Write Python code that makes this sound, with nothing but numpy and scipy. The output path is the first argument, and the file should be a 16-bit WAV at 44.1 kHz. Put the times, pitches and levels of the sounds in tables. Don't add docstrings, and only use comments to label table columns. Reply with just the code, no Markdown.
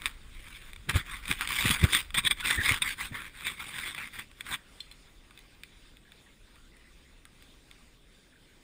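import sys
import numpy as np
from scipy import signal
from scipy.fft import rfft, irfft, next_fast_len
from scipy.io import wavfile
from scipy.ndimage import uniform_filter1d, map_coordinates

SR = 44100
rng = np.random.default_rng(int(sys.argv[2]) if len(sys.argv) > 2 else 0)


def to_wav(s):
    ch = np.atleast_2d(s).T
    pcm = np.round(np.clip(ch, -1, 1) * 32767)
    wavfile.write(sys.argv[1], SR, pcm.astype(np.int16))


N = 380577
T = np.arange(N) / SR


def amp(db):
    return 10 ** (np.asarray(db) / 20)


def unit(x):
    return x / np.sqrt(np.mean(x ** 2) + 1e-20)


def along(points, hz):
    f, v = np.transpose(points)
    return np.interp(np.log(hz + 1), np.log(f + 1), v)


def humps(rows, hz):
    return sum(db * np.exp(-((hz - centre) / width) ** 2) for centre, width, db in rows)


def level_curve(rows):
    s, db = np.transpose(rows)
    return np.interp(T, s, db)


def wobble(rate_hz):
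    return map_coordinates(rng.standard_normal(int(N * rate_hz / SR) + 4), [T * rate_hz])


def coloured(x, db_of):
    m = 2 * next_fast_len(N // 2 + 8192)
    gain = amp(db_of(np.fft.rfftfreq(m, 1 / SR)))
    cepstrum = irfft(np.log(gain + 1e-6), m)
    cepstrum[1:m // 2] *= 2
    cepstrum[m // 2 + 1:] = 0
    return irfft(rfft(x, m) * np.exp(rfft(cepstrum)), m)[:N]


def coloured_noise(points):
    return unit(coloured(rng.standard_normal(N), lambda hz: along(points, hz)))


def patchy(x, depth_db, size):
    z = signal.stft(x, nperseg=512)[2]
    field = rng.standard_normal(z.shape)
    for _ in range(2):
        field = uniform_filter1d(uniform_filter1d(field, size, 0), size + 1, 1)
    gain_db = depth_db * 2 * np.tanh(unit(field) / 2)
    return signal.istft(z * amp(gain_db), nperseg=512)[1][:N]


def add(track, s, sound):
    part = track[max(round(s * SR), 0):][:len(sound)]
    part += sound[:len(part)]


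def bubbles(count, centre_hz, cycles, spread_db):
    t = np.arange(SR // 40) / SR
    start = rng.integers(0, N, (count, 1))
    hz = np.clip(centre_hz * np.exp(0.36 * rng.standard_normal((count, 1))), 1100, SR / 4)
    size = amp(spread_db * np.minimum(rng.exponential(size=(count, 1)), 3))
    age = t * hz / cycles
    envelope = size * np.exp(-age) * (1 - np.exp(-8 * age))
    rings = envelope * np.sin(2 * np.pi * hz * t * (1 + 0.028 * np.minimum(age, 3)))
    when = start + np.arange(len(t))
    return unit(np.bincount(when.ravel(), rings.ravel())[:N])


# (time [s], level [dB])
FLOW_LEVEL = [(4.62, -63.5), (4.72, -58.5), (5.1, -64), (6.8, -63.5), (8.63, -65)]
# (frequency [Hz], density [dB per Hz])
WASH_SPECTRUM = [(60, -30.5), (200, -6.5), (330, -5), (550, -6.5), (800, -6.5), (1200, -6.5), (1850, -4.5),
                 (2900, -6.5), (3600, -7), (4500, -10.5), (7000, -13), (10000, -16), (15500, -19.5)]
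STREAM_DB, FIZZ_DB = 0.78, -10.0


def stream():
    wash = patchy(rng.standard_normal(N), depth_db=2.6, size=6)
    wash = unit(coloured(wash, lambda hz: along(WASH_SPECTRUM, hz) + 0.4 * humps(CASE_MODES, hz)))
    fizz = bubbles(count=2500, centre_hz=2240, cycles=10.8, spread_db=5.0)
    level_db = level_curve(FLOW_LEVEL) + STREAM_DB + 0.98 * wobble(7.7)
    return amp(level_db) * (wash + amp(FIZZ_DB) * fizz)


# (time [s], level [dB])
MURMUR_LEVEL = [(0, -53), (2.7, -52), (3.3, -63), (7.4, -63.5), (8.63, -70.5)]
# (frequency [Hz], density [dB per Hz])
HOLLOW_SPECTRUM = [(10, -13.5), (20, 2), (50, -2.5), (80, -12.5), (130, -20), (300, -56.5)]
# (frequency [Hz], density [dB per Hz])
DISTANT_SPECTRUM = [(40, -22.5), (100, -1.5), (160, -1), (260, -2), (400, -7), (600, -13.5), (1000, -36)]
RUMBLE_DB, DISTANT_DB = 4, -65.5


def rumble():
    murmur_db = level_curve(MURMUR_LEVEL) + RUMBLE_DB + 0.79 * wobble(4.0)
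    deep = amp(murmur_db) * coloured_noise(HOLLOW_SPECTRUM)
    return deep + amp(DISTANT_DB) * coloured_noise(DISTANT_SPECTRUM)


def jerks(rate_hz, spread_db):
    fires = rng.random(N) < rate_hz / SR
    size = amp(spread_db * np.minimum(rng.exponential(size=N), 3))
    return unit(fires * rng.choice([-1, 1], N) * size)


def slips(rate_hz, spread_db, smooth):
    clump_db = 5 * np.tanh((2.3 * wobble(140) + 0.9 * wobble(35)) / 5)
    fibres = smooth * rng.standard_normal(N)
    clumped = (jerks(rate_hz, spread_db) + fibres) * amp(clump_db)
    grit = jerks(rate_hz=220, spread_db=5)
    return unit(unit(patchy(clumped, depth_db=4.5, size=4)) + .5 * grit)


# (frequency [Hz], gain [dB])
SLIP_SPECTRUM = [(40, -24), (300, -15.5), (650, -24.5), (950, -11.5), (1500, -4.5), (2000, -2.5),
                 (2900, -10.5), (4000, -16.5), (5500, -23.5), (8000, -21), (15500, -19.5)]
# (centre [Hz], half width to 1/e of lift [Hz], lift at firmness 1 [dB])
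CASE_MODES = [(1127, 103, 4.5), (2350, 290, 7), (3542, 410, 13), (4920, 340, 5.5), (7100, 320, 3),
              (8444, 343, 13), (9680, 660, 8), (14150, 420, 4.5)]


def on_case(x, firmness):
    return coloured(x, lambda hz: along(SLIP_SPECTRUM, hz) + firmness * humps(CASE_MODES, hz))


DRAG_SWELL_DB, DRAG_EASE_DB = 8.5, 6.5
GRIP_S, RELEASE_S = 0.021, 0.03


def drag_db(hardest_s, swell_s, ease_s, db):
    start, end = hardest_s - swell_s, hardest_s + ease_s
    pressing = np.interp(T, [start, hardest_s, end], [-DRAG_SWELL_DB, 0, -DRAG_EASE_DB])
    outside = np.maximum(start - T, 0) / GRIP_S + np.maximum(T - end, 0) / RELEASE_S
    return db + pressing - 20 * np.minimum(outside, 10)


# (hardest moment [s], swell [s], ease [s], body level [dB], crispness: treble over body [dB])
DRAG_EVENTS = [(.52, .17, 0.18, -55.5, 0), (.97, 0.074, 0.041, -38, -7), (1.13, 0.069, 0.057, -41, -3.5),
               (1.312, 0.074, 0.091, -44.5, -1), (1.42, 0.011, .035, -32, -4.5),
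               (1.711, 0.22, 0.037, -29, 0.5), (1.84, 0.12, 0.075, -36, -3.5),
               (1.939, 0.038, 0.074, -34.5, 3.5), (2.51, 0.06, 0.052, -31, 1.5),
               (2.69, 0.087, 0.074, -28, -1.5), (2.885, 0.052, 0.041, -35, 0),
               (3.009, 0.026, 0.059, -37, -2), (3.15, 0.017, .13, -42, -6.5), (3.42, 0.069, 0.032, -46, -2),
               (3.609, 0.029, 0.17, -42, -4), (3.86, 0.094, 0.06, -38, -1.5),
               (3.98, .03, 0.094, -41.5, -5.5), (4.19, 0.057, 0.035, -42.5, -2.5),
               (4.52, .06, 0.03, -38, -1.5)]
# (start [s], end [s], level [dB])
LIGHT_BRUSH = (0.0, 4.22, -62)


def drags():
    rub = on_case(slips(rate_hz=1300, spread_db=2.5, smooth=0.72), firmness=0.78)
    body = signal.sosfiltfilt(signal.butter(6, 2800, fs=SR, output="sos"), rub)
    body, crisp = unit(body), unit(rub - body)
    first, last, brush_db = LIGHT_BRUSH
    fade = np.clip(np.minimum(T - first, last - T) / RELEASE_S, 0, 1)
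    out = amp(brush_db) * fade * unit(rub)
    for hardest_s, swell_s, ease_s, db, crisp_db in DRAG_EVENTS:
        out += amp(drag_db(hardest_s, swell_s, ease_s, db)) * (body + amp(crisp_db) * crisp)
    return out


# (peak time [s], level [dB], 20 dB rise [s], 20 dB fall [s], contact firmness [-])
SWIPE_EVENTS = [(0.07, -42.5, 0.088, 0.069, .5), (0.8984, -23, 0.01, 0.021, 0.6),
                (0.965, -25, 0.017, 0.028, 0.45), (1.313, -25, 0.038, 0.028, 0.64),
                (1.843, -30.5, 0.02, 0.018, 0.45), (1.957, -23.5, 0.032, 0.034, 1.1),
                (2.147, -25, 0.0025, 0.017, 0.43), (2.187, -18.5, 0.029, 0.019, 1.27),
                (2.275, -21, 0.039, 0.011, 1.4), (2.316, -17.5, 0.015, 0.015, 1.7),
                (2.41, -37, 0.047, 0.032, 0.84), (2.509, -29.5, .004, .016, .7),
                (2.823, -21, 0.0061, 0.014, 1.7), (3.473, -30, 0.033, 0.078, 1.1),
                (4.195, -37.5, 0.016, 0.01, .9), (4.405, -49.5, 0.046, 0.048, 0.67),
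                (4.541, -28.5, 0.029, 0.021, 1.1)]


def swipes():
    source = slips(rate_hz=2500, spread_db=3.0, smooth=0.49)
    light, firm = unit(on_case(source, firmness=0.57)), unit(on_case(source, firmness=1.82))
    out = np.zeros(N)
    for s, db, rise_s, fall_s, firmness in SWIPE_EVENTS:
        away = np.where(T < s, (s - T) / rise_s, (T - s) / fall_s)
        share = np.clip(firmness - .5, 0, 1)
        stroke = unit((1 - share) * light + share * firm)
        out += amp(db - 20 * np.minimum(away, 5) ** 1.45) * stroke
    return out


# (frequency [Hz], density [dB per Hz])
FLEX_SPECTRUM = [(20, -15), (60, 1), (115, -4), (200, -6), (350, -14.5), (600, -26), (1500, -54)]
FLEX_DB, FLEX_GROWTH = -56, 0.54
SHUDDER_DB, SHUDDER_RISE_S, SHUDDER_FALL_S = -12, 0.021, 0.027


def flexing(rubbing):
    power = np.abs(uniform_filter1d(rubbing ** 2, size=SR // 40))
    over_db = 10 * np.log10(power + 1e-12) + 40
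    strain = amp(FLEX_DB + FLEX_GROWTH * over_db)
    for s, db, _ in BUMP_EVENTS:
        away = np.where(T < s, (s - T) / SHUDDER_RISE_S, (T - s) / SHUDDER_FALL_S)
        strain += amp(db + SHUDDER_DB - 20 * np.minimum(away, 10))
    return strain * coloured_noise(FLEX_SPECTRUM)


# (time [s], level [dB])
KNOCK_EVENTS = [(0.0194, -25), (0.733, -28.5), (0.762, -30), (0.8963, -10.5), (0.96, -16), (1.2556, -25.5),
                (1.2806, -18), (1.3137, -9.5), (1.41, -10.5), (1.4749, -15), (1.529, -17), (1.712, -9),
                (1.8404, -9.5), (1.933, -10.5), (1.949, -5), (2.1055, -28), (2.144, -17), (2.407, -20),
                (2.459, -12.5), (2.4823, -14), (2.65, -15), (2.659, -11.5), (2.7445, -20), (3.469, -14),
                (3.642, -27.5), (3.9484, -22), (4.075, -28.5), (4.315, -38.5), (4.4085, -20)]
# (first contact [s], level [dB])
RATTLE_EVENTS = [(0.0579, -9), (2.8204, -13)]
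KNOCK_DB, BOUNCE_S, BOUNCE_LOSS_DB = 16.5, .0071, 7


def knocks():
    blows, t = np.zeros(N), np.arange(SR // 40) / SR
    bounces = [(s + k * BOUNCE_S, db - k * BOUNCE_LOSS_DB) for s, db in RATTLE_EVENTS for k in range(4)]
    for s, db in bounces + KNOCK_EVENTS:
        chatter = 0.11 * rng.standard_normal(len(t)) * amp(-60 * t / 0.016)
        chatter[0] += 1
        add(blows, s, amp(db + KNOCK_DB) * chatter)
    tilt = [(200, -0.5), (2000, 1.0), (6000, 2.0), (15000, 0)]  # (frequency [Hz], gain [dB])
    return on_case(coloured(blows, lambda hz: along(tilt, hz)), firmness=1.115)


# (time [s], level [dB], nominal pitch [Hz])
BUMP_EVENTS = [(0.893, -22.5, 105), (0.957, -13.5, 107), (1.304, -25.5, 132), (1.655, -18, 104),
               (1.702, -18.5, 170), (1.8395, -8, 90), (2.179, -35, 129.5), (2.25, -34.5, 109),
               (2.317, -41, 106), (2.588, -22, 89), (2.712, -21.5, 109), (3.122, -28.5, 115),
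               (4.525, -38.5, 100)]


def bumps():
    out, puffs, t = np.zeros(N), np.zeros(N), np.arange(SR // 6) / SR
    for s, db, hz in BUMP_EVENTS:
        cycles = hz * (0.843 * t + 0.0036 * (1 - np.exp(-t / 0.0034)))
        push = amp(db + 3 - 60 * t / 0.052) * (1 - np.exp(-t / 0.0032))
        add(out, s, push * np.sin(2 * np.pi * cycles))
        add(puffs, s, amp(db - 9 - 60 * t / 0.055) * rng.standard_normal(len(t)))
    # (frequency [Hz], gain [dB])
    dull = [(60, -17.5), (240, 1), (450, -6.5), (750, -2.5), (1500, -18.5), (5000, -70.5)]
    return out + coloured(puffs, lambda hz: along(dull, hz))


# (centre time [s], level [dB], pitch [Hz], half length to 1/e [s])
SQUELCH_EVENTS = [(0.9, -22, 2150, .006), (2.446, -35, 1464, 0.016), (2.451, -32.5, 2650, 0.013),
                  (2.51, -24, 1573, 0.012), (2.602, -28.5, 1787, 0.023), (2.702, -23.5, 2160, .018),
                  (3.162, -42.5, 1800, 0.028)]


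def squelches():
    source, out = slips(rate_hz=900, spread_db=3.5, smooth=1.0), np.zeros(N)
    for s, db, hz, length_s in SQUELCH_EVENTS:
        b, a = signal.iirpeak(hz, 7, fs=SR)
        pocket = unit(signal.lfilter(b, a, signal.lfilter(b, a, source)))
        bell = np.exp(-np.minimum(((T - s) / length_s) ** 2, 20))
        out += amp(db) * bell * pocket
    return out


# (centre time [s], level per bubble [dB], centre pitch [Hz], onset span [s])
GURGLE_EVENTS = [(4.60, -55, 1890, 0.027), (5.29, -61, 1200, 0.027), (5.883, -59, 1150, 0.07),
                 (6.086, -52, 1770, 0.077), (6.28, -53, 1990, 0.047), (6.58, -55, 1270, .05),
                 (6.666, -57, 1400, .07), (6.74, -51.5, 1950, .05), (6.837, -51.5, 1890, .09),
                 (7.52, -55.5, 3400, 0.077), (8.352, -53.5, 1610, 0.076)]


def gurgles():
    out, t = np.zeros(N), np.arange(SR // 20) / SR
    for s, db, hz, span_s in GURGLE_EVENTS:
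        for when, detune in rng.uniform(-1, 1, size=(7, 2)):
            chirp = np.sin(2 * np.pi * hz * (1 + .11 * detune) * t * (1 + 1.6 * t))
            envelope = amp(db - 60 * t / 0.027) * (1 - np.exp(-t / 0.0011))
            add(out, s + when * span_s / 2, envelope * chirp)
    return out


# (time [s], level [dB], main pitch [Hz], ringing share [0-1])
DRIP_EVENTS = [(4.8042, -28.5, 4170, 0.74), (4.9137, -35.5, 4130, 0.48), (4.924, -41, 2650, 0.1),
               (5.3089, -42.5, 1460, 0.42), (5.3756, -36.5, 2550, 0.25), (5.391, -37, 2470, 0.13),
               (5.6353, -29.5, 2440, 0.17), (5.97, -45.5, 3500, 0.15), (6.12, -40, 2230, 0.25),
               (6.5576, -46.5, 2250, 0.34), (6.7681, -44, 2400, 0.3), (7.2535, -36.5, 1570, 0.2),
               (7.4244, -41, 3600, 0.1), (7.713, -41, 3730, 0.16)]


def drips():
    smacks, rings, t = np.zeros(N), np.zeros(N), np.arange(SR // 5) / SR
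    # (pitch ratio [-], level [dB], t60 [s])
    partials = [(1, 0, .035), (1.01, -22, .25), (.838, 0, .04),
                (.77, -1, .025), (1.28, -13, .03), (1.86, -14, .05)]
    for s, db, hz, share in DRIP_EVENTS:
        ring = sum(amp(level - 60 * t / t60) * np.sin(2 * np.pi * hz * ratio * t)
                   for ratio, level, t60 in partials)
        add(rings, s, amp(db - 1.0) * share * (1 - np.exp(-t / 0.00076)) * ring)
        spatter = 0.3 * rng.standard_normal(len(t)) * amp(-60 * t / 0.0069)
        spatter[0] += 1
        add(smacks, s, amp(db + 17.5) * (1 - share) * spatter)
    bright = [(1000, -10), (2300, 3.5), (12000, 5.5)]  # (frequency [Hz], gain [dB])
    return rings + on_case(coloured(smacks, lambda hz: along(bright, hz)), firmness=1)


# (frequency [Hz], t60 [s])
CAVE_T60 = [(100, 0.64), (1000, 0.39), (4000, 0.21), (14000, 0.26)]


def cave(x):
    hz, t, z = signal.stft(rng.standard_normal(SR // 2), SR, nperseg=256)
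    decay = amp(-60 * t / along(CAVE_T60, hz)[:, None])
    tail = signal.istft(z * decay, SR, nperseg=256)[1]
    return signal.fftconvolve(x, tail / np.linalg.norm(tail))[:N]


def scene():
    rubbing = drags() + swipes()
    contact = rubbing + squelches() + knocks()
    water = stream() + gurgles() + drips()
    echo = cave(amp(-21) * contact + amp(-12.0) * water)
    return (contact + flexing(rubbing) + bumps() + water + rumble() + echo)[None]


# (centre [Hz], half width to 1/e of dip [Hz], gain [dB])
BAND_DIPS = [(6030, 172, -11), (11994, 820, -44.5)]
TOP_HZ = 15600


def record(dry):
    m = next_fast_len(N + SR // 2)
    hz = np.fft.rfftfreq(m, 1 / SR)
    dipped = coloured(dry[0], lambda f: humps(BAND_DIPS, f))
    return irfft(rfft(dipped, m) * (hz < TOP_HZ), m)[None, :N]


dry = scene()
out = record(dry)
to_wav(out)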